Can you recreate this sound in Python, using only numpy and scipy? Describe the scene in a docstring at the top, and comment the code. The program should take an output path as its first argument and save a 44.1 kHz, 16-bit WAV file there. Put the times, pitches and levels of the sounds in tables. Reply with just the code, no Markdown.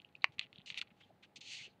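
"""A few faint ticks and small snaps over quiet room air lead to one sharp crack as a fold in stiff
paper gives. More snaps, ticks and crinkles follow as fingers press it flat on a cloth-covered table,
close to the microphone, and a fingernail runs along the crease. Impulses ring the sheet for snaps,
bell-shaped wave packets make ticks and bumps, and random fibre clicks make every rub. A small quiet
room answers briefly."""
import sys
import numpy as np
from scipy import signal
from scipy.fft import rfft
from scipy.io import wavfile

SR = 44100
rng = np.random.default_rng(int(sys.argv[2]) if len(sys.argv) > 2 else 0)


def digitize_waveform(pressure):
    """Quantize a signal to 16-bit integers and store it at the path in sys.argv[1].

    Rows of a 2-D input are taken as channels; values are limited to [-1, 1].
    """
    field = np.atleast_2d(pressure).T
    bounded = np.clip(field, -1, 1)
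    quanta = np.round(bounded * 32767).astype(np.int16)
    wavfile.write(sys.argv[1], SR, quanta)


N = 79380
TIME = np.arange(N) / SR


def amp(db):
    """Decibels to gain."""
    return 10 ** (np.asarray(db) / 20)


def evened(x):
    """Scales to rms 1."""
    return x / np.sqrt(np.mean(x ** 2) + 1e-20)


def add(mix, start_s, sound):
    """Mixes a sound in at its start time."""
    part = mix[max(round(start_s * SR), 0):][:len(sound)]
    part += sound[:len(part)]


def through(x, response):
    """Passes x through an impulse response."""
    return signal.fftconvolve(x, response)[:len(x)]


PIVOT_HZ = 3000  # a tilt leaves this frequency unchanged


def ring(colour, tilt=0, size=2048):
    """Minimum-phase impulse response of unit energy with this colour, tilted in dB per octave."""
    hz = np.maximum(abs(np.fft.fftfreq(size, 1 / SR)), 1)
    colour_hz, colour_db = np.transpose(colour)
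    db = np.interp(np.log(hz), np.log(colour_hz), colour_db)
    # the tilt levels off an octave below the pivot
    db = db + tilt * np.log2(np.maximum(hz, PIVOT_HZ / 2) / PIVOT_HZ)
    spectrum = np.exp(np.conj(signal.hilbert(np.log(amp(db)))))
    response = np.fft.ifft(spectrum).real
    return response / np.linalg.norm(response)


def tail(t60_s, delay_s):
    """Dense random echoes of unit energy that start after a delay and die away."""
    t = TIME[:SR // 3]
    echoes = rng.standard_normal(len(t)) * amp(-60 * t / t60_s) * (t > delay_s)
    return echoes / np.linalg.norm(echoes)


GRIP_DB, GRIP_S = .5, .006  # depth of the catch and let-go; half length of its smoothing window


def grains(per_s, spread_db):
    """Tiny slips of paper fibres: random clicks of uneven size, in clumps as the grip varies."""
    size = amp(spread_db * np.minimum(rng.exponential(1, N), 4))
    grip = evened(through(rng.standard_normal(N), np.hanning(int(2 * GRIP_S * SR))))
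    sign = rng.choice([-1, 1], N)
    slipping = rng.random(N) < per_s / SR
    return evened(amp(GRIP_DB * grip) * size * sign * slipping)


def packets(rows):
    """Soft pushes: a few cycles under a bell-shaped envelope."""
    out = np.zeros(N)
    for centre_s, db, hz, half_s in rows:
        t = TIME - centre_s
        out += amp(db) * np.exp(-(t / half_s) ** 2) * np.sin(2 * np.pi * hz * t)
    return out


def rubs(rows, colour, release_s, per_s, spread_db):
    """Short bursts of fibre slips that ring the sheet: attack, a hold that fades or grows, release."""
    out = np.zeros(N)
    t = TIME[:SR // 6]
    for start_s, attack_s, length_s, db, change_db, tilt in rows:
        rise = np.minimum(t / attack_s, 1)
        hold = amp(db + change_db * np.minimum(t / length_s, 1))
        release = np.exp(-np.maximum(t - length_s, 0) / release_s)
        slips = grains(per_s, spread_db)[:len(t)]
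        add(out, start_s, through(rise * hold * release * slips, ring(colour, tilt)))
    return out


FLUTTER_DB, FLUTTER_T60_S = -10, .022  # the sheet shivers after each snap and tick edge
FLUTTER_DELAY_S = .0009


def buckle(colour, db, tilt, flutter_db, t60_s):
    """One impulse rings the sheet, which shivers for a moment."""
    hit = ring(colour, tilt)
    hit = hit * amp(db) / abs(hit).max()
    return hit + amp(flutter_db) * through(hit, tail(t60_s, FLUTTER_DELAY_S))


AIR_DB = -71  # rms
HUM_HZ, HUM_DB = 827, -80.5  # faint whine, peak level
# Spectrum of the room air: f/Hz, relative level/dB
AIR_COLOUR = [(15, -45.5), (25, -30), (50, -17.5), (110, 0), (200, -2.5), (350, -7.5), (700, -10.5),
              (850, -11), (1000, -16.5), (2000, -20), (4200, -28), (5500, -37), (10000, -40), (15000, -41)]


def air():
    """Steady filtered noise for the room, with a faint sine whine in it."""
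    noise = evened(through(rng.standard_normal(N), ring(AIR_COLOUR, size=8192)))
    return amp(AIR_DB) * noise + amp(HUM_DB) * np.sin(2 * np.pi * HUM_HZ * TIME)


ROOM_DB, CRACK_ROOM_DB = -22, -23.5  # echo sends
ROOM_T60_S, ROOM_DELAY_S = 0.12, .008
# Colour of what the room gives back: f/Hz, relative level/dB
WALL_COLOUR = [(300, 1.5), (2500, -2), (5000, -6.5), (10000, -8.5)]


def room(paper, loud):
    """The walls return dense, short, coloured echoes of the paper and of its crack."""
    walls = ring(WALL_COLOUR)
    walls = walls / abs(rfft(walls)).max()
    echoes = through(tail(ROOM_T60_S, ROOM_DELAY_S), walls)
    return through(amp(ROOM_DB) * paper + amp(CRACK_ROOM_DB) * loud, echoes)


# Fingertips bumping the table: centre t/s, peak level/dB, f/Hz, half length t/s
TABLE_BUMPS = [(.298, -57, 126.7, 0.0073), (.391, -54, 150, 0.0036), (.457, -60, 230, 0.0031),
               (.5905, -53, 165, 0.0046), (.721, -58, 160, 0.0042), (.921, -61, 187.3, 0.0052),
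               (1.063, -64.5, 224, 0.0052), (1.387, -60, 255.5, 0.0056), (1.614, -62, 128, 0.0072)]


def bumps():
    """Fingertips push the table into a few soft low cycles."""
    return packets(TABLE_BUMPS)


FIBRES_PER_S, FIBRE_SPREAD_DB = 14000, 2.2  # slips under a finger or nail
# Fingers sliding on a ringing panel: start t/s, length t/s, level/dB, f/Hz, bandwidth f/Hz
PANEL_CHAFES = [(0.157, 0.012, -77, 3900, 1600), (.414, 0.04, -56, 2810, 880),
                (0.419, 0.021, -66, 4050, 694), (0.526, 0.054, -72, 3250, 1480),
                (0.658, .035, -56, 2900, 600), (0.792, 0.0083, -60.5, 1410, 500),
                (0.818, 0.013, -55.5, 1450, 395), (1.006, .012, -68.5, 1900, 903),
                (1.012, 0.042, -67.5, 3200, 698), (1.093, .028, -68.5, 680, 249.4),
                (1.231, 0.019, -70, 1640, 400), (1.383, .014, -71, 3060, 1200),
                (1.504, .06, -60, 2090, 496), (1.573, 0.059, -56, 2215, 447),
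                (1.616, 0.061, -56, 2760, 604), (1.662, .032, -69.5, 400, 350),
                (1.686, 0.038, -76, 4200, 800)]


def chafes():
    """Fibre slips under a sliding finger swell and fade in one resonance of the panel."""
    out = np.zeros(N)
    t = TIME[:SR // 20]
    for start_s, length_s, db, hz, width_hz in PANEL_CHAFES:
        mode = t * np.exp(-np.pi * width_hz * t) * np.sin(2 * np.pi * hz * t)
        progress = np.clip((TIME - start_s) / length_s, 0, 1)
        swell = np.sin(np.pi * progress).clip(0) ** .5
        ringing = evened(through(grains(FIBRES_PER_S, FIBRE_SPREAD_DB), mode))
        out += amp(db) * swell * ringing
    return out


CRINKLE_RELEASE_S = .004
CRINKLES_PER_S, CRINKLE_SPREAD_DB = 8400, 2.5
# Bursts of crinkling: start t/s, attack t/s, length t/s, level/dB,
# level change over the length/dB, brightness/dB per octave
PRESSED_CRINKLES = [(.221, 0.0026, 0.017, -66.5, 3, -3.5), (.3215, .001, 0.027, -71, -5, 3.5),
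                    (.382, .002, 0.015, -59.5, 6, -6), (.412, 0.0022, 0.038, -59.5, -10, -5),
                    (.703, .002, 0.031, -53.5, -6.5, -1.5), (.744, 0.0026, .03, -57.5, 4.5, -2.5),
                    (.771, 0.0054, .022, -39, -4.5, 2.5), (.793, .002, 0.011, -55, -15, -8),
                    (.810, 0.0018, 0.016, -52, 0, 1.5), (.903, .003, 0.012, -68.5, 0, -14.5),
                    (.96, 0.0097, 0.042, -81.5, 5, 5), (1.002, 0.0065, 0.019, -62.5, -4, 0.5),
                    (1.03, .005, .07, -76.5, -6, 3), (1.224, 0.01, 0.03, -54.5, -12, 0)]
# Colour of a crinkle: f/Hz, relative level/dB
CRINKLED_SHEET = [(600, -27.5), (1300, -19), (1650, -18), (2000, -4), (2700, 1.5), (4400, -9),
                  (5100, -18.5), (6500, -20), (8500, -33), (11500, -43), (15000, -65)]


def crinkles():
    """Paper under pressure gives in bursts of tiny slips that ring the sheet."""
    return rubs(PRESSED_CRINKLES, CRINKLED_SHEET, CRINKLE_RELEASE_S, CRINKLES_PER_S, CRINKLE_SPREAD_DB)


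TICK_T60_S, TICK_RING_DB = .09, -15
TICK_EDGE_DB, TICK_EDGE_TILT_DB = -12, 2  # edge relative to its tick; brightness in dB per octave
# Small panels flipping over softly: centre t/s, peak level/dB, f/Hz, half length t/s
PANEL_TICKS = [(.0012, -47.5, 2850, 0.00053), (0.0485, -44, 2830, 0.00086), (0.1536, -41.5, 2606, .0011),
               (0.221, -50, 4150, 0.00077), (0.224, -49.5, 3900, 0.00061), (0.5594, -44, 3280, 0.00037),
               (0.5806, -48.5, 2870, 0.00041), (0.5845, -43, 3570, 0.00043), (.5963, -51, 3150, .0004),
               (0.6115, -56, 2880, 0.00061), (0.6178, -51, 3350, 0.00042)]


def ticks():
    """Small panels flip over with a crisp edge and leave a faint ring."""
    flips = packets(PANEL_TICKS)
    for centre_s, db, _, _ in PANEL_TICKS:
        edge = buckle(SNAPPED_SHEET, db + TICK_EDGE_DB, TICK_EDGE_TILT_DB, FLUTTER_DB, FLUTTER_T60_S)
        add(flips, centre_s, edge)
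    return flips + amp(TICK_RING_DB) * through(flips, tail(TICK_T60_S, 0.00049))


SLIDE_RELEASE_S = 0.0053
# Short slides of the nail: start t/s, attack t/s, length t/s, level/dB,
# level change over the length/dB, brightness/dB per octave
NAIL_SLIDES = [(.658, 0.0042, 0.056, -54, -5, 2), (1.3575, 0.0028, 0.018, -49, -5.5, 2),
               (1.406, .005, 0.011, -52, -2.5, 1.5)]
# Colour of nail on paper, for slides and crease: f/Hz, relative level/dB
NAIL_COLOUR = [(400, -43), (1000, -30.5), (1600, -27), (2000, -8.5), (2700, 2.5), (3600, -2.5),
               (4400, -0.5), (5200, -13), (6400, -8.5), (8100, -22), (9500, -34.5), (11500, -49.5),
               (15000, -62)]


def slides():
    """The nail slips briefly over the fibres and rings the sheet."""
    return rubs(NAIL_SLIDES, NAIL_COLOUR, SLIDE_RELEASE_S, FIBRES_PER_S, FIBRE_SPREAD_DB)


# The long creasing stroke: t/s, level/dB, brightness/dB per octave
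CREASE_STROKE = [(1.409, -61, -3), (1.42, -58, -2), (1.443, -58.5, 2), (1.46, -53.5, 1),
                 (1.535, -46.5, 2.5), (1.60, -52.5, 1), (1.645, -55, 2), (1.67, -61.5, -1),
                 (1.69, -71.5, -7.5), (1.74, -85, -2)]


def crease():
    """The nail drags over the fibres along the fold as level and brightness glide together."""
    point_s, db, tilt = np.transpose(CREASE_STROKE)
    stroking = (TIME > point_s[0]) * (TIME < point_s[-1])
    level = amp(np.interp(TIME, point_s, db)) * stroking
    slips = grains(FIBRES_PER_S, FIBRE_SPREAD_DB) * level
    reach = 6  # dB per octave at either end of the blend
    bright = np.clip(np.interp(TIME, point_s, tilt) / reach, -1, 1)
    dull, plain, keen = (through(slips, ring(NAIL_COLOUR, k * reach)) for k in (-1, 0, 1))
    return np.maximum(-bright, 0) * dull + (1 - abs(bright)) * plain + np.maximum(bright, 0) * keen


# Creases buckling: t/s, peak level/dB before flutter, brightness/dB per octave
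CREASE_SNAPS = [(0.0186, -50, 4), (0.09, -59.5, -2), (.1262, -66, 7), (0.2107, -64, -2),
                (.3219, -55.5, 2.5), (.3836, -43, -14), (.3940, -18, 1), (0.395, -31.5, -6),
                (0.412, -33.5, -9.5), (0.4144, -37.5, -5), (.4222, -48.5, -4), (0.4275, -43.5, -3),
                (.4312, -47, 0), (0.4614, -54, -6), (.4677, -51.5, -11.5), (.5290, -43.5, -4.5),
                (0.602, -51.5, -12), (0.676, -38.5, -1), (.7024, -27, -3), (0.7053, -36.5, -4.5),
                (0.7077, -38, -1), (0.7235, -42, -3), (.7250, -49, 0), (.7439, -33, -3.5), (0.764, -46, -8),
                (0.7756, -29, -0.5), (0.7826, -33, 0.5), (0.789, -36, 4), (0.8148, -23, 0.5),
                (0.8728, -54, -12), (0.8755, -55, -5), (0.882, -58, -6), (0.905, -57, -14),
                (1.0089, -53, -1), (1.3600, -48, 8)]
# Colour of a snap, also of a tick's edge: f/Hz, relative level/dB
SNAPPED_SHEET = [(300, -32.5), (900, -30.5), (1200, -19), (1550, -29.5), (2000, -4.5), (2600, 0.5),
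                 (4400, -4.5), (5000, -24.5), (7500, -27.5), (9500, -42.5), (12000, -67.5), (15000, -79.5)]


def snaps():
    """Creases buckle one by one, each an impulse that rings the sheet."""
    out = np.zeros(N)
    for start_s, db, tilt in CREASE_SNAPS:
        add(out, start_s, buckle(SNAPPED_SHEET, db, tilt, FLUTTER_DB, FLUTTER_T60_S))
    return out


CRACK_FLUTTER_DB, CRACK_FLUTTER_T60_S = -14.5, .024
# The fold giving way: t/s, peak level/dB before flutter
FOLD_CRACK = (.2432, -9)
# Colour of the crack: f/Hz, relative level/dB
CRACKED_SHEET = [(150, -43), (350, -34.5), (550, -18), (900, -8), (1100, -7), (1300, -9.5), (1650, -10.5),
                 (1950, 0), (2300, 1), (2850, -2), (3300, -18), (4400, -13), (5500, -28.5), (6300, -29.5),
                 (6900, -42.5), (8400, -41.5), (10500, -66), (15000, -91.5)]


def crack():
    """The whole fold gives way at once: one strong impulse rings the sheet."""
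    out = np.zeros(N)
    start_s, db = FOLD_CRACK
    add(out, start_s, buckle(CRACKED_SHEET, db, 0, CRACK_FLUTTER_DB, CRACK_FLUTTER_T60_S))
    return out


def scene():
    """Paper, table and room in one channel."""
    paper = chafes() + crinkles() + ticks() + slides() + crease() + snaps()
    loud = crack()
    mix = air() + room(paper, loud) + bumps() + paper + loud
    return mix[None]


EDGE_HZ = 15700


def record(dry):
    """The recorder's band limit: a steep low-pass."""
    low_pass = signal.firwin(511, EDGE_HZ, window=("kaiser", 9), fs=SR)
    return signal.oaconvolve(dry, low_pass[None], "same")


dry = scene()
out = record(dry)
digitize_waveform(out)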